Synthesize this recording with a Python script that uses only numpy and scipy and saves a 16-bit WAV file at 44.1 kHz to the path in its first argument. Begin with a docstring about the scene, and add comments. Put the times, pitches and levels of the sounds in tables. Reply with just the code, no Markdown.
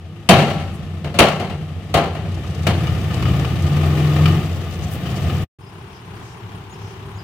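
"""Dump truck on a dirt lot

Stereo microphone in the open, close to a truck lowering its empty steel bed. The tailgate bangs four
times and sets the panels ringing. The diesel idles, then revs as the truck pulls away, stones snapping
under the tyres, chassis clanking. The sound cuts off; after a short silence another truck works farther
away, with a small high chirper and birds echoing in the bushes."""
import sys
import numpy as np
from scipy import signal
from scipy.fft import rfft, irfft, next_fast_len
from scipy.io import wavfile

SR = 44100
rng = np.random.default_rng(int(sys.argv[2]) if len(sys.argv) > 2 else 0)


def pcm_store(signal):
    """Save signal as 16-bit PCM."""
    levels = np.round(np.clip(np.atleast_2d(signal), -1, 1) * 32767)
    wavfile.write(sys.argv[1], SR, levels.astype(np.int16).T)


N = 318843
T = np.arange(N) / SR
HZ = np.maximum(np.fft.rfftfreq(N, 1 / SR), 1)
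SIDES = np.array([[1], [-1]])   # left, right
NEAR_END_S, FAR_START_S = 5.437, 5.586

# The tailgate strikes the bed. Each row: start in seconds, relative level in dB, thud in dB,
# treble in dB, share of the full ring time.
GATE_BLOWS = [(0.289, -6, 3, -1.5, 0.91), (1.043, -29, 10, -2, 0.59), (1.141, -28, 10, 0, 1),
              (1.188, -3, -7.5, -5.5, 0.69), (1.940, -8, -2.5, -9, 0.59), (1.969, -10.5, -16, -14.5, 0.7),
              (2.667, -15, 5, -1.5, 0.46)]
# How alike the two sides are near the truck. Each row: frequency in Hz, coherence from 0 to 1.
NEAR_COHERENCE = [(30, 0.61), (60, 0.82), (130, 0.94), (380, 0.97), (900, 0.82), (2400, 0.26), (5000, 0)]
# The left side hears more of the presence range. Each row: frequency in Hz, left minus right in dB.
LEFT_BIAS = [(380, 1), (700, 3), (1300, 2.5), (2400, 7.5), (4400, 5.5), (8000, 0.5)]


def from_db(db):
    """Decibels to gain."""
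    return 10 ** (np.asarray(db) / 20)


def rms_one(x):
    """Scale so that the centre of the stereo image has rms 1."""
    return x / np.sqrt(np.mean(np.atleast_2d(x).mean(0) ** 2) + 1e-20)


def in_time(rows):
    """One curve for each column after the first, which holds seconds."""
    times, *columns = np.transpose(rows)
    return [np.interp(T, times, column) for column in columns]


def at_hz(points, hz):
    """Read a table on a log-frequency axis."""
    freqs, values = np.transpose(points)
    return np.interp(np.log(hz), np.log(freqs), values)


def pan(db):
    """Gains that put the left side db above the right."""
    return from_db(SIDES * db / 2)


def ease(x):
    """A smooth step from 0 to 1 around x = 0."""
    return .5 + .5 * np.tanh(x / 2)


def placed(s, sound):
    """A short sound set to start at s seconds."""
    out, start = np.zeros(N), int(s * SR)
    out[start:start + len(sound)] = sound[:max(N - start, 0)]
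    return out


def drift(rate):
    """A random wander of rms 1 that turns rate times a second."""
    knots = rng.standard_normal(int(T[-1] * rate) + 2)
    return rms_one(np.interp(T * rate, np.arange(len(knots)), knots))


def resonances(table, hz):
    """Gain of a set of resonances at the given frequencies."""
    return np.sqrt(sum(from_db(db) ** 2 / (1 + (2 * (hz - f) / width) ** 2) for f, width, db in table))


def noise(gain, coherence=NEAR_COHERENCE):
    """Stereo noise of rms 1, coloured by a gain per frequency; the sides part toward the treble."""
    size = next_fast_len(N, True)
    hz = np.maximum(np.fft.rfftfreq(size, 1 / SR), 1)
    alike = np.clip(at_hz(coherence, hz), -.99, .99)
    mid, side = rfft(rng.standard_normal((2, size))) * np.interp(hz, HZ, gain)
    spectra = mid + SIDES * side * np.sqrt((1 - alike) / (1 + alike))
    return rms_one(irfft(spectra * pan(at_hz(LEFT_BIAS, hz)), size)[:, :N])


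def crowded_modes(ripple_db, spacing_hz):
    """Steel has countless modes: a fine pattern of peaks and dips above the bass."""
    knots = rng.standard_normal(size=4000)
    ripple = np.interp(HZ / spacing_hz, np.arange(len(knots)), knots)
    return from_db(ripple_db * ripple * HZ / (HZ + 700))


def firing_pulse(firings, decay, depth, uneven_db):
    """Each firing is a quick swell that dies away; no two are equally strong."""
    strength = from_db(uneven_db * rng.uniform(-1, 1, 1000))[firings.astype(int) % 1000]
    phase = firings % 1
    swell = rms_one(strength * phase * np.exp(-phase / decay))
    return rms_one(1 - depth + depth * swell)


def exhaust(firings, firing_hz, even, note_db, rumble_db, waver_db):
    """Uneven firing rumbles; under load it settles into clean orders that swell in the pipe."""
    # The exhaust note. Each row: multiple of the crank rate, relative level in dB.
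    orders = [(2, -26.5), (3, -26), (4, -6), (5, -10.5), (6, -6), (7, 2.5), (8, -10), (9, -8.5), (10, -2),
              (14, -8), (15, -8.5), (18, -6.5)]
    # Pipe resonances. Each row: centre in Hz, width in Hz, relative level in dB.
    pipe_modes = [(84.4, 32, 2), (145.5, 14, 1.5), (333, 92, -11.5)]
    # Colour of the rumble. Each row: frequency in Hz, relative density in dB.
    rumble_spectrum = [(25, -28), (45, -51), (68, -2), (90, 10.5), (120, -5), (148, 3.5), (190, 0),
                       (240, -11.5), (340, -25.5), (600, -60)]
    gains = [from_db(db) * resonances(pipe_modes, order * firing_hz / 2) for order, db in orders]
    note = np.zeros(N)
    for gain, (order, _) in zip(gains, orders):
        waver = from_db(waver_db * drift(18))
        note += gain * waver * np.sin(np.pi * (order * firings + 2 * rng.random()))
    note /= np.sqrt(sum(gain ** 2 for gain in gains) / 2)
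    rumble = noise(from_db(at_hz(rumble_spectrum, HZ)))
    rumble *= firing_pulse(firings, decay=0.25, depth=0.3, uneven_db=3.0)
    note_gain = from_db(note_db) * np.sqrt(even) * pan(1.6)
    return note_gain * note + from_db(rumble_db) * np.sqrt(1 - even) * rumble


def hum(waver_db, wander_rad):
    """The truck drones on a few steady, slightly wavering tones."""
    # Each row: frequency in Hz, relative level in dB.
    tones = [(88, -32.5), (153, -32), (340, -46)]
    out = np.zeros(N)
    for hz, db in tones:
        gain = np.sqrt(2) * from_db(db + waver_db * drift(13))
        out += gain * np.sin(2 * np.pi * hz * T + wander_rad * drift(7))
    return out


def clatter(firings, even, hiss_db, ring_db, split_hz):
    """Diesel knock at every firing; load makes it harder and rings the block; fine hiss lies on top."""
    # Colour of the knock. Each row: frequency in Hz, relative density in dB.
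    spectrum = [(140, -44), (230, -6), (334, -1.5), (611, -9.5), (704, -5), (969, -17), (1200, -11),
                (1560, -20), (1740, -16.5), (2120, -19), (2960, -17.5), (4300, -27), (11800, -40),
                (14900, -36.5), (16000, -50)]
    # Engine block resonances. Each row: centre in Hz, width in Hz, relative level in dB.
    block_modes = [(1100, 67, -1.5), (1218.7, 69, 2), (1793, 81, -2), (2360, 140, -5), (2930, 79, -4.5)]
    load = np.sqrt(even)
    rattle = noise(from_db(at_hz(spectrum, HZ)) * crowded_modes(ripple_db=2, spacing_hz=39.88))
    hiss = signal.sosfiltfilt(signal.butter(4, split_hz, "high", fs=SR, output="sos"), rattle)
    ring = from_db(ring_db) * load * noise(resonances(block_modes, HZ) ** 2)   # squared: sharper peaks
    pulse = firing_pulse(firings, decay=0.3, depth=.16 + 0.12 * load, uneven_db=6.5)
    return (rattle - hiss + ring) * pulse + hiss * from_db(hiss_db + 1.3 * drift(36))


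def diesel(rolling, roll_s):
    """Effort drives the near engine's exhaust, drone and clatter; the clatter is louder on the move."""
    # The driver's foot. Each row: time in seconds, firings per second, effort as exhaust gain in dB.
    throttle = [(0, 23.5, -38), (.25, 31.4, -34), (.6, 26.6, -25), (1.0, 28, -28.5), (1.85, 28.3, -28),
                (2.3, 33, -24.5), (2.62, 35, -23.5), (2.85, 36, -17), (3.02, 31.4, -20.5),
                (3.33, 36.2, -14.5), (3.58, 35.8, -20), (3.78, 43, -14.5), (4.19, 42.4, -12),
                (4.32, 45.8, -11), (4.48, 47, -22), (4.78, 29.1, -26), (5.2, 40.2, -19),
                (5.43, 35.2, -19.5)]
    idle_db, settle_db = -30, -17   # effort at idle, and where the firing turns even
    firing_hz, effort_db = in_time(throttle)
    firings = np.cumsum(firing_hz) / SR
    push_db = effort_db - idle_db
    even = 0.14 + 0.86 * ease((effort_db - settle_db) / 1.55)
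    note_share = np.minimum(even, .98)
    pipe = exhaust(firings, firing_hz, note_share, note_db=-0.5, rumble_db=-2, waver_db=1.14)
    drone_db = np.minimum(-4 + 0.7 * push_db, 5.5)
    drone = from_db(drone_db) * hum(waver_db=2.0, wander_rad=0.48) * pan(1.2)
    drone *= np.sqrt(1 - note_share)   # under load the drone gives way to the exhaust note
    # A thin hiss at the very top of the treble comes in and slowly grows.
    hiss_db = -20.5 * (1 - rolling) + rolling * (-0.5 + 2.5 * (T - roll_s))
    knock_db = -42 + 0.59 * push_db + 4.5 * rolling
    knock = clatter(firings, even, hiss_db, ring_db=-10, split_hz=14000)
    return from_db(effort_db) * pipe + drone + from_db(knock_db) * knock


def gate_strikes(hard_db=-10):
    """Every contact of the tailgate: its blows, and the rebounds of the hard ones."""
    # Each row: delay in seconds, dB below the blow, thud in dB, treble in dB added to the blow's,
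    # share of the full ring time.
    rebounds = [(.096, 18.5, -2, 4, .55), (.209, 21, 7, 3, .72), (.309, 26, -4, 2, .58)]
    bounces = [(s + delay, db - loss_db, thud_db, treble_db + blow_treble_db, length)
               for s, db, _, blow_treble_db, _ in GATE_BLOWS if db > hard_db
               for delay, loss_db, thud_db, treble_db, length in rebounds]
    return list(GATE_BLOWS) + bounces


def blow_colour(hz, thud_db, treble_db):
    """Heavy blows stir the bass; hard ones the treble."""
    return from_db(thud_db / (1 + (hz / 300) ** 2) + treble_db / (1 + (1500 / hz) ** 2))


def panels(crack_db, crack_s, rise_s, chatter_db):
    """Each blow cracks, then the crowded panel modes die band by band while the loose gate chatters."""
    # Colour of the panels. Each row: frequency in Hz, relative density in dB.
    spectrum = [(40, -19), (70, -6), (130, -5.5), (190, -1), (270, -11.5), (360, -6.5), (470, -7.5),
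                (670, -5), (950, -14), (1270, -12.5), (1500, -16.5), (3200, -14), (4200, -29), (16000, -50)]
    # Their full ring time. Each row: frequency in Hz, seconds to fall 60 dB.
    ring_times = [(60, 0.43), (150, 0.91), (350, 0.77), (800, 0.78), (3000, 0.71), (6000, 0.8),
                  (14000, 0.79)]
    edges = np.geomspace(45, 16000, 19)
    centres = np.sqrt(edges[1:] * edges[:-1])
    share = from_db(at_hz(spectrum, centres)) * np.sqrt(np.diff(edges))
    steel = crowded_modes(ripple_db=3.5, spacing_hz=35.02)
    ringing = [noise(steel) for _ in range(2)]   # neighbouring bands take separate noises
    out, t = np.zeros((2, N)), T[:SR]
    for k, hz in enumerate(centres):
        power = np.zeros(N)
        crack = from_db(crack_db) * np.exp(-t / crack_s) / (1 + (6500 / hz) ** 2)
        rise = 1 - np.exp(-t / (rise_s + 1 / hz))
        for s, db, thud_db, treble_db, length in gate_strikes():
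            tail = from_db(-60 * t / (length * at_hz(ring_times, hz)))
            force = from_db(db / 2)   # only hard blows crack sharply
            gain = from_db(db) * blow_colour(hz, thud_db, treble_db)
            power += placed(s, (gain * (tail + force * crack) * rise) ** 2)
        bandpass = signal.butter(2, edges[k:k + 2], "band", fs=SR, output="sos")
        out += share[k] * np.sqrt(power) * rms_one(signal.sosfilt(bandpass, ringing[k % 2]))
    return from_db(chatter_db * drift(170)) * out / np.linalg.norm(share)


def bed_ring(level_db, spread_db):
    """The strongest modes of the steel bed clang, a little differently at every blow."""
    # Each row: frequency in Hz, relative level in dB, full ring time in seconds to fall 60 dB.
    modes = [(102.7, -6.5, .6), (147.9, -2.5, 1.0), (182.2, -1.5, 0.45), (229, -8.5, .4),
             (265, -15.5, 0.59), (317.5, -10, 0.66), (387, -11, 1), (469, -14, 0.48), (498, -7, 0.35),
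             (551, -7, 0.63), (650, -0.5, 0.42), (682, 0.5, 0.41), (708.5, -2, 0.58), (791, -7.5, 0.81),
             (1016, -24, 0.38), (1127, -11, 0.73), (1231, -6.5, 0.48), (1337, -14, 1), (1994, -18, 0.25),
             (2160, -33, .5), (2400, -9, .3), (2520, -18, 0.33), (3030, -12, 0.32), (3590, -22.5, 0.32),
             (9700, -8.5, 0.18)]
    out, t, strikes = np.zeros((2, N)), T[:SR], gate_strikes()
    chance = rng.standard_normal((len(strikes), len(modes), 3))
    for m, (hz, mode_db, t60) in enumerate(modes):
        wave = np.exp(2j * np.pi * hz * t) * (1 - np.exp(-t * hz / 2))
        apart_rad = np.arccos(at_hz(NEAR_COHERENCE, hz)) / 2   # phase spread between the sides
        for (s, db, thud_db, treble_db, length), (vary, phase, skew) in zip(strikes, chance[:, m]):
            softness_db = db * hz / 15000   # gentle blows hardly reach the high modes
            gain = from_db(level_db + db + softness_db + mode_db + spread_db * vary)
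            gain = gain * blow_colour(hz, thud_db, treble_db) * pan(at_hz(LEFT_BIAS, hz))
            rotation = np.exp(1j * (np.pi * phase + apart_rad * skew * SIDES))
            start, n = int(s * SR), min(SR, int(t60 * length * SR))
            decay = from_db(-60 * t[:n] / (t60 * length))
            out[:, start:start + n] += gain * (rotation * wave[:n]).real * decay
    return out


def steel_snap(level_db, decay_s, delay_s, centre_hz, octaves):
    """Bare steel meeting steel: a few milliseconds of bright snap, far stronger on hard blows."""
    age = T[:SR // 20] / decay_s
    snaps = sum(placed(s + delay_s, from_db(1.5 * db + treble_db) * age * np.exp(1 - age))
                for s, db, _, treble_db, _ in gate_strikes())
    colour = np.exp(-(np.log2(HZ / centre_hz) / octaves) ** 2)
    return from_db(level_db) * snaps * noise(colour, coherence=[(100, 0.81), (10000, 0.3)])


def floor_thump(level_db, hz, delay_s, width_s):
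    """A moment after each heavy blow the whole floor of the bed heaves for a cycle or two."""
    t = T[:SR // 8]
    heave = np.exp(-((t - delay_s) / width_s) ** 2) * np.sin(2 * np.pi * hz * t)
    return sum(placed(s, from_db(level_db + db + thud_db / 2) * heave)
               for s, db, thud_db, _, _ in GATE_BLOWS if db > -20)


def hiss_swells():
    """Short, soft swells of high hiss, one a brief chirp-like "tss"."""
    # Each row: peak time in seconds, length in seconds, centre in Hz, width in steps of 0.7 octave,
    # level in dB.
    swells = [(0.752, 0.036, 8920, 1.3, -53.5), (4.842, 0.03, 6370, 0.72, -45),
              (4.935, 0.053, 10860, 2.8, -41), (5.955, 0.087, 5270, .6, -58.5),
              (6.285, 0.16, 5460, 1.6, -55), (6.867, 0.2, 5370, .9, -55.5)]
    out = np.zeros((2, N))
    for s, length, hz, width, db in swells:
        during = np.abs(T - s) < 2 * length
        edges = np.clip(hz * 2 ** (np.array([-.5, .5]) * width * .7), 100, 20000)
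        band = signal.butter(1, edges, "band", fs=SR, output="sos")
        hiss = rms_one(signal.sosfilt(np.vstack([band, band]), rng.standard_normal((2, SR))))
        swell = np.exp(-(2 * (T[during] - s) / length) ** 2)
        out[:, during] += from_db(db) * swell * hiss[:, :during.sum()]
    return out


def gravel(rolling, stones_per_s, level_db, spread_db, t60_s, centre_hz, octaves):
    """Stones snap at random under the rolling tyres: many small, a few large."""
    sizes = from_db(level_db + spread_db * np.minimum(rng.exponential(1, N), 3))
    snaps = sizes * (rng.random(N) < stones_per_s * rolling / SR)
    envelope = signal.lfilter([1], [1, -from_db(-60 / (t60_s * SR))], snaps + 1e-18)
    return envelope * noise(np.exp(-(np.log2(HZ / centre_hz) / octaves) ** 2))


def chassis_clanks(chatter_db):
    """Bumps in the ground knock the chassis, which rings, chatters and dies quickly."""
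    # Each row: start in seconds, level in dB, seconds to fall 60 dB.
    bumps = [(2.87, -26.5, 0.13), (3.108, -30.5, .1), (3.226, -25, 0.069), (3.255, -27, 0.12),
             (3.447, -26, 0.074), (4.257, -18.5, 0.078), (4.278, -32, .4), (5.056, -32.5, 0.18),
             (5.298, -32, 0.094)]
    # Chassis resonances. Each row: centre in Hz, width in Hz, relative level in dB.
    modes = [(1236, 66, 3), (1780, 120, -7.5), (2390, 220, -8), (2970, 140, -2.5), (4700, 700, -19)]
    envelope = sum((T > s) * from_db(db - 60 * np.maximum(T - s, 0) / t60) for s, db, t60 in bumps)
    return from_db(chatter_db * drift(220)) * envelope * noise(resonances(modes, HZ))


def near_truck(roll_s):
    """Close to the microphone: the engine, the banging bed and, from about roll_s, the wheels."""
    rolling = ease((T - roll_s) / .13)
    engine = diesel(rolling, roll_s)
    bed = panels(crack_db=18.5, crack_s=0.015, rise_s=0.00051, chatter_db=1.0)
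    bed += bed_ring(level_db=-4.0, spread_db=0.5)
    bed += steel_snap(level_db=-7, decay_s=0.0031, delay_s=.0008, centre_hz=5000, octaves=1.3)
    bed += floor_thump(level_db=-8.5, hz=76, delay_s=.022, width_s=0.012)
    stones = gravel(rolling, stones_per_s=45, level_db=-48, spread_db=1.5, t60_s=0.054,
                    centre_hz=4170, octaves=1.16)
    return engine + bed + stones + chassis_clanks(chatter_db=1.5)


def far_truck():
    """Distance blurs the firing into a rumble and a soft clatter; both swell with effort."""
    # The truck labours over uneven ground. Each row: time in seconds, effort as rumble level in dB.
    effort = [(5.6, -40), (5.82, -36.5), (6.03, -38), (6.2, -32.5), (6.29, -37.5), (6.54, -33.5),
              (6.67, -36.5), (6.8, -34), (7.22, -34)]
    # Colours of the rumble and the clatter. Each row: frequency in Hz, relative density in dB.
    rumble_spectrum = [(25, -47), (55, -6.5), (80, 0), (100, 10), (130, 3.5), (185, -0.5), (230, -10),
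                       (310, -12), (390, -2.5), (470, -13.5), (600, -48)]
    clatter_spectrum = [(350, -12), (550, -9), (780, -0.5), (1050, -0.5), (1280, -6), (2200, -12.5),
                        (2900, -11.5), (4300, -21), (5300, -24), (8000, -29), (11000, -37), (13200, -29),
                        (15000, -55)]
    # How alike the two sides are at this distance. Each row: frequency in Hz, coherence from 0 to 1.
    coherence = [(30, .7), (60, 0.98), (150, .97), (380, 0.92), (950, 0.31), (2400, 0)]
    rumble_db, = in_time(effort)
    push_db = rumble_db - rumble_db[T > FAR_START_S].mean()
    fade_in_db = -6 * np.exp(-np.maximum(T - FAR_START_S, 0) / .07)
    knock_db = -44 + 0.54 * push_db + fade_in_db
    firings = np.cumsum(34 + 0.52 * drift(3)) / SR
    rumble = from_db(rumble_db) * noise(from_db(at_hz(rumble_spectrum, HZ)), coherence)
    knock = from_db(knock_db) * noise(from_db(at_hz(clatter_spectrum, HZ)), coherence)
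    return (rumble + knock) * firing_pulse(firings, decay=0.16, depth=0.18, uneven_db=3.0)


def whistle(s, length, start_hz, end_hz, db, quaver):
    """One quavering note that holds its pitch and then bends away."""
    progress = np.linspace(0, 1, int(length * SR))
    wobble = np.interp(progress, np.linspace(0, 1, 12), rng.standard_normal(size=12))
    hz = (start_hz + (end_hz - start_hz) * progress ** 3) * (1 + quaver * wobble)
    return placed(s, from_db(db) * np.sin(np.pi * progress) * np.sin(2 * np.pi * np.cumsum(hz) / SR))


def chirper(level_db, pairs, gap_s):
    """Thin falling chirps in pairs: a quick run, then one at half the pace."""
    # Each row: start of the run in seconds, seconds from pair to pair.
    runs = [(5.59, .0917), (6.14, .1826)]
    times = [start + k * period + gap for start, period in runs
             for k in range(pairs) for gap in (0, gap_s)]
    return sum(whistle(s, .029, start_hz=9300, end_hz=8660, db=level_db + 1.5 * rng.normal(),
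                       quaver=0.009) for s in times)


def bird():
    """A bird in the bushes whistles a few short notes."""
    # Each row: start in seconds, length in seconds, first and last pitch in Hz, level in dB.
    notes = [(5.61, .035, 5100, 4930, -57), (5.655, 0.04, 5000, 5460, -53), (5.947, 0.038, 4900, 5760, -54),
             (6.7, .045, 6800, 6750, -52), (6.732, .02, 5200, 4500, -50), (7.15, .04, 6800, 6850, -56),
             (7.178, 0.03, 5060, 4800, -45)]
    return sum(whistle(*note, quaver=0.031) for note in notes)


def twitter(level_db, spread_db, count):
    """Far birds scatter tiny gliding notes through the bushes."""
    out = np.zeros(N)
    for when, length, first, last, distance in rng.random((count, 5)):
        s = FAR_START_S + when * (T[-1] - FAR_START_S)
        out += whistle(s, 0.011 + 0.021 * length, start_hz=4600 + 1400 * first,
                       end_hz=4600 + 1400 * last, db=level_db - spread_db * distance, quaver=0.028)
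    return out


def bush_echoes(calls, level_db, decay_s):
    """The bushes scatter the calls into a short blur, different on each side."""
    t = T[:SR // 8]
    echoes = rng.standard_normal((2, len(t))) * np.exp(-t / decay_s)
    echoes /= np.linalg.norm(echoes, axis=1, keepdims=True)
    return from_db(level_db) * signal.fftconvolve(calls[None], echoes, axes=1)[:, :N]


def scene():
    """The near truck cuts off; after a moment of silence come the distant one and the wildlife."""
    near_fade = np.exp(-np.maximum(T - NEAR_END_S, 0) / 0.0052)
    far_fade = np.clip((T - FAR_START_S) / 0.0041, 0, 1)
    near, far = near_truck(roll_s=2.46), far_truck()
    calls = chirper(level_db=-60, pairs=6, gap_s=.042) + bird()
    calls += twitter(level_db=-57, spread_db=9, count=45)
    wildlife = calls + bush_echoes(calls, level_db=-1, decay_s=0.021)
    return near_fade * near + far_fade * (far + wildlife) + hiss_swells()


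def record(dry):
    """The loudest bangs overload softly; the top of the treble is cut."""
    knee, cutoff_hz = .7, 15900
    over = np.maximum(np.abs(dry) - knee, 0)
    held = np.clip(dry, -knee, knee) + np.sign(dry) * (1 - knee) * np.tanh(over / (1 - knee))
    return signal.sosfilt(signal.ellip(10, .1, 70, cutoff_hz, fs=SR, output="sos"), held)


dry = scene()
out = record(dry)
pcm_store(out)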